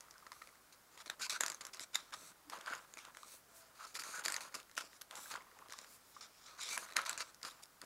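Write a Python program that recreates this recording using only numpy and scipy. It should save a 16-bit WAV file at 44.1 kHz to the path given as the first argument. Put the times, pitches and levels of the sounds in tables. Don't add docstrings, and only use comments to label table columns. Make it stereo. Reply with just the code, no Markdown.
import sys
import numpy as np
from scipy import signal
from scipy.io import wavfile
from scipy.ndimage import uniform_filter1d

SR = 44100
rng = np.random.default_rng(int(sys.argv[2]) if len(sys.argv) > 2 else 0)


def wrap_up_sound(samples):
    columns = np.atleast_2d(samples).T
    tamed = np.clip(columns, -1, 1)
    steps = np.round(tamed * 32767).astype(np.int16)
    wavfile.write(sys.argv[1], SR, steps)


def voltage_ratio(level):
    return 10 ** (np.asarray(level, float) / 20)


N = 346185
LEAD_S = 0.005
BOARD_HZ = 1330


def evened(x):
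    return x / np.sqrt(np.mean(x ** 2) + 1e-20)


def peaked(x, db):
    return voltage_ratio(db) * x / np.sqrt(uniform_filter1d(x ** 2, 44).max())


def read(points, hz):
    f, value = np.transpose(points)
    return np.interp(np.log(hz + 1), np.log(f + 1), value)


def add(mix, s, sound):
    start = max(round((s - LEAD_S) * SR), 0)
    part = mix[start:][:len(sound)]
    part += sound[:len(part)]


def sides(pan_db):
    return voltage_ratio(np.array([[pan_db], [-pan_db]]) / 2)


def colour(x, spectrum):
    hz = abs(np.fft.fftfreq(4096, 1 / SR))
    log_gain = np.log(voltage_ratio(np.maximum(read(spectrum, hz), -100)))
    taps = np.fft.ifft(np.exp(np.conj(signal.hilbert(log_gain)))).real[:2048]
    taps = taps / np.linalg.norm(taps)
    return signal.oaconvolve(x, taps[None], axes=-1)[:, :N]


def ring(x, hz, width_hz):
    r = np.exp(-np.pi * width_hz / SR)
    return signal.lfilter([1, 0, -1], [1, -2 * r * np.cos(2 * np.pi * hz / SR), r * r], x)


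def resonate(x, hz, width_hz):
    turn = np.exp(2j * np.pi * np.cumsum(hz) / SR)
    r = np.exp(-np.pi * width_hz / SR)
    return (turn * signal.lfilter([1 - r], [1, -r], x / turn)).real


def facing_page(x, hz, share, spacing_hz):
    delay = np.round(hz / spacing_hz) / hz * SR
    at = np.arange(len(x))
    return x + share * np.interp(at - delay, at, x)


def slips(per_s, spread_db, clump_db, clump_s):
    size = voltage_ratio(spread_db * np.minimum(rng.exponential(1, N), 5))
    size = size * (rng.random(N) < per_s / SR)
    clumps = uniform_filter1d(rng.standard_normal(N), max(int(clump_s * SR), 2))
    clumps = evened(uniform_filter1d(clumps, 40))
    return evened(size * rng.standard_normal(N) * voltage_ratio(clump_db * clumps))


def burst(grit, build_s, crack_s, skid_db, skid_s):
    t = np.arange(len(grit)) / SR - LEAD_S
    before = (1 + voltage_ratio(skid_db)) * np.exp(-abs(t) / build_s)
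    after = np.exp(-abs(t) / crack_s) + voltage_ratio(skid_db) * np.exp(-abs(t) / skid_s)
    return grit * np.where(t < 0, before, after)


def hush():
    # (pitch [Hz], rms level [dB])
    hum_tones = [(50, -87.5), (100, -93.5)]
    # (frequency [Hz], level [dB per Hz])
    hush_colour = [(12, -20), (20, -11), (53, -9.5), (126, -5.5), (208, -5.5), (385, -6), (1350, -2),
                   (2710, -12.5), (5150, -11), (10900, -13), (15700, -14.5)]
    t = np.arange(N) / SR
    hum = sum(voltage_ratio(db) * np.sqrt(2) * np.sin(2 * np.pi * hz * t) for hz, db in hum_tones)
    hiss = colour(rng.standard_normal((2, N)), hush_colour)
    return voltage_ratio(-63) * hiss + hum


def room(x):
    # (frequency [Hz], time to fall by 60 dB [s])
    echo_times = [(300, 0.36), (1200, 0.13), (4000, 0.12), (12000, 0.12)]
    taps = np.zeros((2, SR // 2))
    at = np.arange(200, SR // 2 - 20, 20) + rng.integers(0, 20, (2, (SR // 2 - 201) // 20))
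    np.put_along_axis(taps, at, rng.choice([-1., 1.], at.shape), 1)
    hz, t, bands = signal.stft(taps, SR, nperseg=256)
    fading = voltage_ratio(-60 * t / read(echo_times, hz)[:, None])
    tail = signal.istft(bands * fading, SR, nperseg=256)[1]
    tail = tail / np.linalg.norm(tail[0])
    return signal.fftconvolve(x.mean(0)[None], tail, axes=1)[:, :N]


def swishes():
    # (start [s], length [s], level [dB], centre [Hz])
    swings = [
        (2.16, .17, -68, 10000),
        (3.244, 0.17, -61.5, 10500),
        (3.525, .11, -61.5, 9000),
        (5.15, 0.22, -59.5, 11900),
        (5.84, .16, -65, 11000),
        (6.04, .12, -68.5, 12000),
    ]
    out, air = np.zeros(N), rng.standard_normal(N)
    for s, length, db, hz in swings:
        part = air[round(s * SR):round((s + length) * SR)]
        along = np.linspace(0, 1, len(part))
        swell = np.sin(np.pi * along ** 1.1)
        add(out, s + LEAD_S, voltage_ratio(db) * evened(ring(part, hz, width_hz=11000)) * swell)
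    return out


def creaks():
    # (start [s], end [s], first pitch [Hz], last pitch [Hz], level [dB])
    flexes = [
        (1.693, 1.776, 387, 383, -74.5),
        (2.165, 2.333, 119.2, 200, -78),
        (2.45, 2.55, 280, 328, -69.5),
        (3.471, 3.548, 405, 472, -73.5),
        (3.485, 3.7, 673, 652, -76),
    ]
    out, t = np.zeros(N), np.arange(N) / SR
    for start, end, from_hz, to_hz, db in flexes:
        along = np.clip((t - start) / (end - start), 0, 1)
        turns = np.cumsum(from_hz + (to_hz - from_hz) * along) / SR
        wander = uniform_filter1d(uniform_filter1d(rng.standard_normal(N), size=900), size=900)
        flutter = 1 + 0.5 * evened(wander)
        swell = np.sin(np.pi * along) ** 0.5
        out += voltage_ratio(db) * np.sqrt(2) * flutter * np.sin(2 * np.pi * turns) * swell
    return out


def hoots():
    # (start [s], length [s], pitch [Hz], level [dB])
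    board_songs = [(1.204, 0.068, 1490, -52.5), (1.332, 0.047, 1440, -47.5), (2.513, 0.029, 1060, -76),
                   (2.719, 0.019, 1440, -47), (3.79, 0.063, 1250, -53.5), (4.135, 0.074, 1450, -47.5),
                   (5.35, 0.011, 1100, -54), (6.393, 0.24, 1280, -66.5), (6.586, 0.02, 1280, -56),
                   (6.699, 0.069, 2280, -51), (7.094, 0.017, 1480, -44)]
    out, rub = np.zeros(N), slips(per_s=6000, spread_db=2.2, clump_db=2, clump_s=0.006)
    for s, length, hz, db in board_songs:
        part = rub[round(s * SR):round((s + length) * SR)]
        along = np.linspace(0, 1, len(part))
        tone = evened(ring(ring(part, hz, width_hz=125), hz, width_hz=710))
        add(out, s + LEAD_S, voltage_ratio(db) * tone * np.sin(np.pi * along) ** 0.34)
    return out


def twangs():
    # (time of peak [s], peak level [dB], pitch [Hz], length [s])
    bends = [(.085, -55, 1300, 0.00092), (0.27, -50.5, 1220, 0.0019), (0.32, -46, 1100, 0.0016),
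             (.33, -53, 1220, 0.0013), (0.421, -48.5, 1285, 0.0031), (1.1, -42, 1520, 0.00078),
             (1.408, -28, 1740, 0.00081), (1.436, -35, 1430, 0.0017), (1.946, -42, 3660, 0.0022),
             (1.9562, -27.5, 3700, 0.0017), (1.9565, -34.5, 7100, 0.0017), (1.955, -41, 2100, 0.0036),
             (2.132, -61, 1130, 0.005), (2.6625, -46, 1500, .0015), (2.677, -44, 1400, .0015),
             (2.707, -48, 1550, .002), (2.7287, -36, 1410, .0012), (2.7348, -37, 1480, 0.0013),
             (2.737, -46, 2560, 0.0012), (4.259, -37.5, 1750, 0.0005), (4.284, -33, 1600, 0.00089),
             (4.297, -39, 1480, 0.0015), (4.347, -40, 1890, 0.0006), (4.3649, -42, 1900, 0.0011),
             (4.7806, -34.5, 1370, 0.0011), (6.775, -38, 1030, 0.0013), (6.9676, -25, 1920, 0.00042),
             (6.9679, -28, 7000, 0.00046), (6.968, -35, 10600, .0006), (6.973, -61, 110, 0.0018),
             (6.9745, -38, 1950, 0.0014), (6.9782, -28.5, 1620, 0.00082), (6.989, -28, 1310, 0.0013),
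             (7.206, -44, 2040, 0.0025), (5.408, -55, 2100, .0015), (2.989, -51, 2240, 0.0032),
             (5.357, -42, 1460, .002)]
    out, t = np.zeros(N), np.arange(600) / SR - LEAD_S
    for (s, db, hz, length), turn in zip(bends, rng.random(len(bends))):
        swell = np.exp(-(t / length) ** 2)
        swell = swell + 0.042 * (t > 0) * np.exp(-abs(t) / (2 * length))
        turns = hz * t * (1 - 8 * t) + (1 + turn) / 6
        add(out, s, voltage_ratio(db) * np.sqrt(2) * swell * np.sin(2 * np.pi * turns))
    return out


def knocks():
    # (time of peak [s], peak level [dB], board pitch [Hz])
    bumps = [(0.1577, -49, 1330), (0.226, -47, 1200), (0.363, -50, 1180.0), (0.526, -52, 1100),
             (1.268, -42, 1020), (1.6635, -50, 1110), (2.5328, -35, 960), (2.679, -35, 1400),
             (2.723, -35, 1470), (3.084, -45, 1020), (3.807, -45, 1210), (3.9901, -36.5, 1540),
             (4.197, -39, 1320), (5.259, -41.5, 1600), (5.3543, -33.5, 1040), (5.5693, -52, 834),
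             (5.6043, -54, 1040), (5.6197, -48, 1130), (5.625, -44.5, 1110), (5.74, -40, 1150),
             (3.2325, -40.5, 1040), (6.166, -40, 1170), (6.212, -48, 1250), (6.591, -39, 1220),
             (6.973, -30, 1490), (6.984, -40, 1500), (7.288, -61, 1270.0), (7.6, -50.5, 1030)]
    board = np.zeros(N)
    for (s, db, hz), grit in zip(bumps, rng.standard_normal((len(bumps), 1500))):
        blow = burst(grit, build_s=0.00073, crack_s=0.0037, skid_db=-30, skid_s=0.012)
        thud = ring(ring(blow, hz, width_hz=310), hz, width_hz=400)
        add(board, s - 0.0009, peaked(thud, db - 7.5))
    return board


def pecks():
    # (time [s], sheet peak [dB], sheet pitch [Hz], board peak [dB])
    single_slips = [(.0845, -68, 3020, -60), (.1405, -59, 4500, -59), (.181, -54, 5070, -62),
                    (.202, -62, 5000, -61), (.2705, -58, 4500, -60), (0.3189, -46.5, 4700, -46),
                    (0.33, -53, 5000, -54), (0.417, -63, 4000, -54), (.49, -62, 3000, -54),
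                    (.555, -64, 6500, -59), (1.0034, -52, 4500, -50), (1.526, -49, 6300, -47),
                    (1.638, -58, 4000, -58), (1.746, -45.5, 6300, -49), (1.771, -49, 4000, -58),
                    (1.7956, -40, 4220, -42), (1.9561, -39, 3750, -37.5), (2.108, -60, 3500, -62),
                    (2.588, -54, 5000, -60), (2.701, -49, 4000, -49), (2.9255, -65, 6900, -64),
                    (3.1487, -56, 3500, -48), (3.2317, -51, 3600, -62), (3.392, -70, 3000, -75),
                    (4.021, -54, 4200, -44), (4.0372, -43, 6540, -43), (4.259, -33, 4480, -34.5),
                    (4.282, -34, 4500, -34), (4.408, -46, 4300, -44), (4.5255, -60, 4500, -54),
                    (4.63, -54, 3500, -73), (4.6962, -58, 3000, -55), (4.714, -54, 3700, -57),
                    (4.7532, -54, 6800, -64), (4.931, -58, 4000, -54.5), (5.422, -60, 5500, -58),
                    (5.5148, -64, 4000, -57), (5.589, -56, 6500, -55), (5.685, -54, 3500, -57),
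                    (5.6978, -54, 4000, -52), (5.77, -60, 5500, -60), (5.783, -51, 7500, -60),
                    (6.484, -56, 4200, -53), (6.888, -53, 4000, -50), (6.893, -56, 4200, -51),
                    (6.9672, -24.5, 4000, -27), (7.0616, -44, 4000, -39), (7.142, -52, 8000, -54),
                    (7.4155, -59, 5000, -57), (7.657, -56, 5000, -66)]
    sheet, board = np.zeros((2, N))
    lead = round(LEAD_S * SR)
    grits = rng.standard_normal((len(single_slips), 1200))
    for (s, sheet_db, hz, board_db), grit in zip(single_slips, grits):
        slip = 0.3 * burst(grit, build_s=0.0001, crack_s=0.0006, skid_db=-14, skid_s=0.003)
        slip[[lead, lead + 38]] += [-2, 1.3]
        paper = evened(slip) + 0.42 * evened(ring(slip, hz, width_hz=720))
        add(sheet, s, peaked(paper, sheet_db))
        add(board, s, peaked(ring(ring(slip, 1180, width_hz=330), 2120, width_hz=410), board_db))
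    return sheet, board


def snaps():
    # (time of peak [s], peak level [dB], sheet pitch [Hz])
    ticks = [(.008, -47.5, 6400), (.1102, -49, 5000), (1.2976, -35, 5300), (1.5009, -35.5, 7100),
             (1.5193, -41, 6750), (1.5463, -42, 6300), (1.6682, -43, 10200), (1.7368, -46.5, 5560),
             (1.8065, -45, 7500), (1.9472, -36.5, 6900), (2.6117, -47, 3040), (2.7514, -45.5, 6600),
             (2.9388, -47, 6700), (3.0517, -47, 2970), (3.851, -48, 5500), (4.2529, -33, 6650),
             (4.2831, -33, 4400), (4.7856, -45, 8500), (4.851, -57, 5100), (5.0187, -41, 11200),
             (5.155, -45, 3200), (4.2395, -48, 4500), (5.318, -49, 3900), (5.7886, -44, 4600),
             (5.815, -53, 7000), (6.6169, -40.5, 7400), (6.6342, -41.5, 7550), (7.1125, -42, 8200),
             (7.346, -52, 5900), (7.6333, -55, 5260)]
    cracks = [(1.0783, -49, 4200), (1.4086, -24.5, 7230), (1.4632, -31.5, 6300), (1.4822, -36.5, 7040),
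              (1.6522, -40.5, 7200), (1.7962, -41, 3470), (1.8373, -47.5, 8000), (1.9562, -30, 3850),
              (2.1392, -42.5, 3380), (2.4994, -42.5, 5500), (2.6615, -45.5, 4800), (3.998, -43, 4740),
              (4.2605, -31.5, 4600), (4.3227, -31.5, 8340), (4.3427, -33.5, 4730), (4.3652, -33.5, 6300),
              (4.6013, -48, 3200), (5.1108, -44, 3050), (5.7068, -52, 4230), (5.7355, -46.5, 3600),
              (6.9354, -52, 4120), (6.9652, -35, 5570), (7.0524, -46, 6630), (7.0651, -44, 3820),
              (7.0953, -30.5, 7700), (7.1302, -40, 3830), (7.431, -41.5, 4930), (7.45, -41, 4970),
              (7.5117, -56, 3700), (7.8167, -44, 4560)]
    claps = [(.3215, -58, 4930), (.4737, -54.5, 4040), (.9767, -51.5, 2960), (1.0607, -49, 3770),
             (1.1, -34.5, 3780), (1.1983, -52, 6800), (1.4361, -32.5, 6950), (1.6097, -46.5, 3400),
             (2.676, -56, 4000), (3.1712, -47, 3030), (3.9538, -41, 5200), (4.3022, -39, 7100),
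             (4.7785, -33.5, 2880), (4.8098, -45, 4650), (5.7238, -43.5, 5960), (6.778, -32, 10100),
             (6.9035, -56, 4000), (6.912, -53, 4200), (6.924, -47.5, 3740), (7.017, -43, 10300),
             (7.1778, -39, 7800), (7.2065, -37.5, 3980)]
    slaps = [(.267, -56.5, 4560), (.4213, -52, 3830), (2.736, -47, 2840), (2.973, -51.5, 6440),
             (2.9894, -68, 5700), (4.544, -48, 4600), (5.341, -47.5, 4250), (5.3604, -48, 5140),
             (5.846, -59, 4500)]
    for_boards = [(ticks, -10), (cracks, -7.5), (claps, -1), (slaps, 6.5)]
    sheet, board = np.zeros((2, N))
    for rows, board_db in for_boards:
        grits = rng.standard_normal((len(rows), 2, 1500))
        for (s, db, hz), (sheet_grit, board_grit) in zip(rows, grits):
            crack = burst(sheet_grit, build_s=0.0006, crack_s=0.0003, skid_db=-11, skid_s=0.0032)
            crack[round(LEAD_S * SR)] -= 2.5
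            crack = facing_page(crack, hz, share=0.18, spacing_hz=1920)
            crack = evened(crack) + 0.52 * evened(ring(crack, hz, width_hz=640))
            add(sheet, s, peaked(crack, db + 0.033))
            shake = burst(board_grit, build_s=0.0008, crack_s=0.0008, skid_db=-16, skid_s=0.011)
            shake = evened(shake) + 0.7 * evened(ring(shake, 1.35 * BOARD_HZ, width_hz=700))
            add(board, s - 0.0008, peaked(shake, db + board_db - 5.0))
    return sheet, board


def strokes():
    # (start [s], length [s], board ring [dB], board pitch [Hz])
    scuff_rows = [(0.001, 0.32, -70, 1120), (1.094, 0.051, -58, 1290), (1.343, 0.034, -65, 1440),
                  (2.519, 0.026, -49, 1000), (2.542, 0.038, -55, 1200), (2.59, 0.1, -57.5, 1450),
                  (2.669, 0.085, -47, 1480), (3.799, 0.074, -61, 1260), (4.144, 0.12, -62.5, 1470),
                  (4.367, 0.056, -55.5, 820), (5.105, 0.088, -57, 930), (5.344, 0.078, -59, 1060),
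                  (5.423, 0.26, -67, 1120), (6.96, 0.039, -38.5, 1510)]
    # (start [s], length [s], sheet hiss at start [dB], board ring [dB], sheet pitch [Hz])
    flick_rows = [(.321, 0.012, -74, -57, 4800), (.724, 0.025, -63, -68, 4500),
                  (1.062, 0.021, -55, -64, 4100), (1.219, 0.053, -39.5, -59, 4670),
                  (1.378, 0.038, -67, -74, 4100), (1.609, 0.014, -48, -56, 6800),
                  (1.953, 0.0065, -34.5, -51, 3860), (2.752, 0.048, -60, -54, 4900),
                  (2.801, 0.055, -67, -62, 7740), (3.956, 0.023, -43.5, -49, 4800),
                  (3.99, 0.039, -46, -56, 4830), (4.247, 0.015, -49, -69, 6650),
                  (5.0125, 0.0079, -49.5, -59, 3300), (5.312, 0.014, -52, -59, 4300),
                  (6.999, 0.049, -54, -49, 4020), (7.061, 0.01, -44, -59, 3900),
                  (7.116, 0.058, -53.5, -54, 4060)]
    # (start [s], length [s], sheet hiss at start [dB], board ring [dB], sheet pitch [Hz])
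    ease_rows = [(.337, 0.24, -68.5, -73, 4100), (1.296, 0.085, -38, -48.5, 4000),
                 (1.403, 0.12, -50, -52, 6860), (1.53, 0.062, -59, -64, 6060),
                 (1.732, 0.059, -54, -63, 5050), (2.015, 0.11, -63, -69.5, 3730),
                 (2.993, 0.12, -60, -63, 3100), (3.603, 0.12, -68, -69, 4720),
                 (3.867, 0.073, -58.5, -69, 6760), (4.406, 0.094, -52.5, -57.5, 4350),
                 (4.558, 0.067, -56, -58.5, 4600), (5.301, 0.078, -51.5, -56.5, 4600),
                 (6.209, 0.066, -50, -61.5, 5360), (6.46, 0.12, -56.5, -66.5, 4040),
                 (6.862, 0.13, -64, -61.5, 4120), (7.518, 0.096, -65.5, -66, 5000)]
    # (start [s], length [s], sheet hiss at end [dB], board ring [dB], sheet pitch [Hz])
    grip_rows = [(.91, 0.055, -63.5, -70, 6940), (.973, 0.053, -52, -58.5, 3500),
                 (1.194, 0.029, -44, -54, 7200), (1.623, 0.074, -60, -61.5, 7650),
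                 (1.931, 0.021, -49, -58, 3630), (2.123, 0.026, -45, -48.5, 3600),
                 (2.861, 0.12, -67, -73, 8750), (2.978, 0.015, -49.5, -58, 5600),
                 (3.14, 0.24, -57.5, -67.5, 8100), (3.48, 0.11, -65.5, -72, 7800),
                 (3.751, 0.11, -58, -64, 4500), (3.942, 0.013, -45, -62, 5300),
                 (4.502, 0.046, -66, -63.5, 4470), (4.879, 0.1, -63, -72, 5270),
                 (5.974, 0.19, -68, -111, 5300), (6.276, 0.2, -61, -94, 5230),
                 (6.577, 0.037, -47.5, -60.5, 6500), (7.624, 0.016, -52.5, -70, 5180),
                 (7.815, 0.042, -67, -58.5, 4800)]
    # (start [s], length [s], sheet hiss [dB], board ring [dB], sheet pitch [Hz])
    slide_rows = [(1.803, 0.045, -50, -60, 7530), (1.962, .053, -58, -59, 3600),
                  (2.149, 0.18, -61, -66, 8000), (4.034, 0.19, -54, -53, 6650),
                  (4.237, 0.15, -55, -52.5, 4740), (4.543, 0.015, -46.5, -52.5, 5000),
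                  (4.767, 0.058, -51, -54, 2920), (4.82, 0.062, -62, -69, 5120),
                  (2.499, 0.085, -66, -61, 4370), (5.154, 0.16, -58.5, -61, 7660),
                  (5.698, 0.17, -62.5, -64.5, 5450), (5.864, 0.11, -68.5, -73, 4920),
                  (6.146, 0.064, -67, -75, 5400), (6.61, 0.087, -47, -58.5, 3620),
                  (6.689, 0.0833, -46, -53, 6150), (6.783, 0.08, -57.5, -54.5, 6540),
                  (7.055, 0.063, -50.5, -49.5, 4160), (7.176, 0.055, -50, -55.5, 6940),
                  (7.198, 0.03, -51, -56.5, 4600), (7.227, 0.09, -63, -64.5, 7800),
                  (7.428, 0.029, -59, -53, 4930), (7.449, 0.04, -51.5, -51, 4800),
                  (7.483, 0.038, -58.5, -67, 3540)]
    rest_hz = 4600
    sheet, board, hz = voltage_ratio(-92) * np.ones(N), voltage_ratio(-99.5) * np.ones(N), rest_hz * np.ones(N)
    scuffs = [(s, length, db - 12.5, db, rest_hz) for s, length, db, f in scuff_rows]
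    # (strokes, where along them the hiss level holds [0 to 1], change over the stroke [dB])
    kinds = [(scuffs, 0.5, 0), (flick_rows, 0, -8.5), (ease_rows, 0, -14),
             (grip_rows, 1, 12.5), (slide_rows, 0.5, -1.5)]
    for rows, given_at, slope_db in kinds:
        for s, length, sheet_db, board_db, f in rows:
            span = slice(round(s * SR), min(round((s + length) * SR), N))
            along = np.linspace(0, 1, span.stop - span.start)
            lift = np.minimum((1 - along) / 0.14, 1)
            sheet[span] += lift * voltage_ratio(sheet_db + slope_db * (along - given_at))
            board[span] += voltage_ratio(board_db + 0.22 * slope_db * (along - 0.5) - 5.5)
            hz[span] = f * (1 + 0.061 * (along - 0.5))
    board_hz = BOARD_HZ * np.ones(N)
    for s, length, _, f in scuff_rows:
        board_hz[round(s * SR):round((s + length) * SR)] = f
    return uniform_filter1d(sheet, size=90), uniform_filter1d(board, size=300), hz, board_hz


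def slides():
    # (time [s], fizz over the hiss [dB])
    touch = [(.0, -3), (.6, -3), (.8, -12.5), (2.1, -16), (2.2, -9.5), (2.9, -7.5), (3.0, -14), (3.15, -11),
             (4.4, -6), (4.85, -13.5), (5.1, -3), (5.7, -28), (5.95, 2), (6.3, -49), (6.6, -22), (6.8, -3),
             (7.2, -19), (7.65, -3.5)]
    sheet_gain, board_gain, sheet_hz, board_hz = strokes()
    grit = slips(per_s=16000, spread_db=1.8, clump_db=1.3, clump_s=0.005)
    grit = facing_page(grit, sheet_hz, share=0.45, spacing_hz=2100)
    sheet = evened(grit) + 0.51 * evened(resonate(grit, sheet_hz, width_hz=2950))
    sheet = evened(sheet) * sheet_gain
    fizz_db = np.interp(np.arange(N) / SR, *np.transpose(touch))
    fizz = signal.sosfiltfilt(signal.butter(2, 8200, "high", fs=SR, output="sos"), sheet)
    sheet += (voltage_ratio(1.25 * (fizz_db + 7.0)) - 1) * fizz
    rub = slips(per_s=6000, spread_db=2.2, clump_db=2.3, clump_s=0.007)
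    board = evened(rub + 0.3 * evened(resonate(rub, board_hz, width_hz=400))) * board_gain
    swing = abs(uniform_filter1d(board_gain, int(0.035 * SR)))
    push = slips(per_s=2000, spread_db=4.5, clump_db=5.5, clump_s=0.0123)
    push = push * voltage_ratio(-27.5) * swing ** 0.68
    return sheet, board, push


def scene():
    # (frequency [Hz], level [dB per Hz])
    sheet_colour = [(1350, -26.5), (2300, -1), (3070, -5.5), (3880, -1.5), (5800, -1), (7030, 0),
                    (8950, -3), (10500, -3), (11800, -6.5), (15700, -17.5)]
    board_colour = [(320, -35.5), (550, -10.5), (768, -10), (1010, -3.5), (1500, -7), (2900, -13),
                    (3770, -15.5), (6380, -120)]
    push_colour = [(35, -56), (60, -22.5), (173, -9), (220, -5), (607, -1.5), (750, -8.5), (980, -57),
                   (1650, -120)]
    sheet, board, push = slides()
    crack, shake = snaps()
    slip, tap = pecks()
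    dull = signal.sosfilt(signal.butter(1, 13500, fs=SR, output="sos"), crack + slip)
    push = push + voltage_ratio(-9.0) * shake
    covers = colour((board + shake)[None], board_colour) + knocks() + tap + hoots() + twangs()
    book = sides(-2.05) * colour((sheet + dull)[None], sheet_colour)
    book = book + sides(2.3) * covers
    book = book + sides(1.7) * colour(push[None], push_colour) + creaks()
    return book + voltage_ratio(-10.0) * room(book) + hush() + swishes()


def roll_off(x):
    return signal.sosfilt(signal.butter(12, 16660, fs=SR, output="sos"), x)


def record(dry):
    edge = signal.firwin(601, 15800, window=("kaiser", 9), fs=SR)
    mix = signal.oaconvolve(dry, edge[None], "same")
    return roll_off(mix)


dry = scene()
out = record(dry)
wrap_up_sound(out)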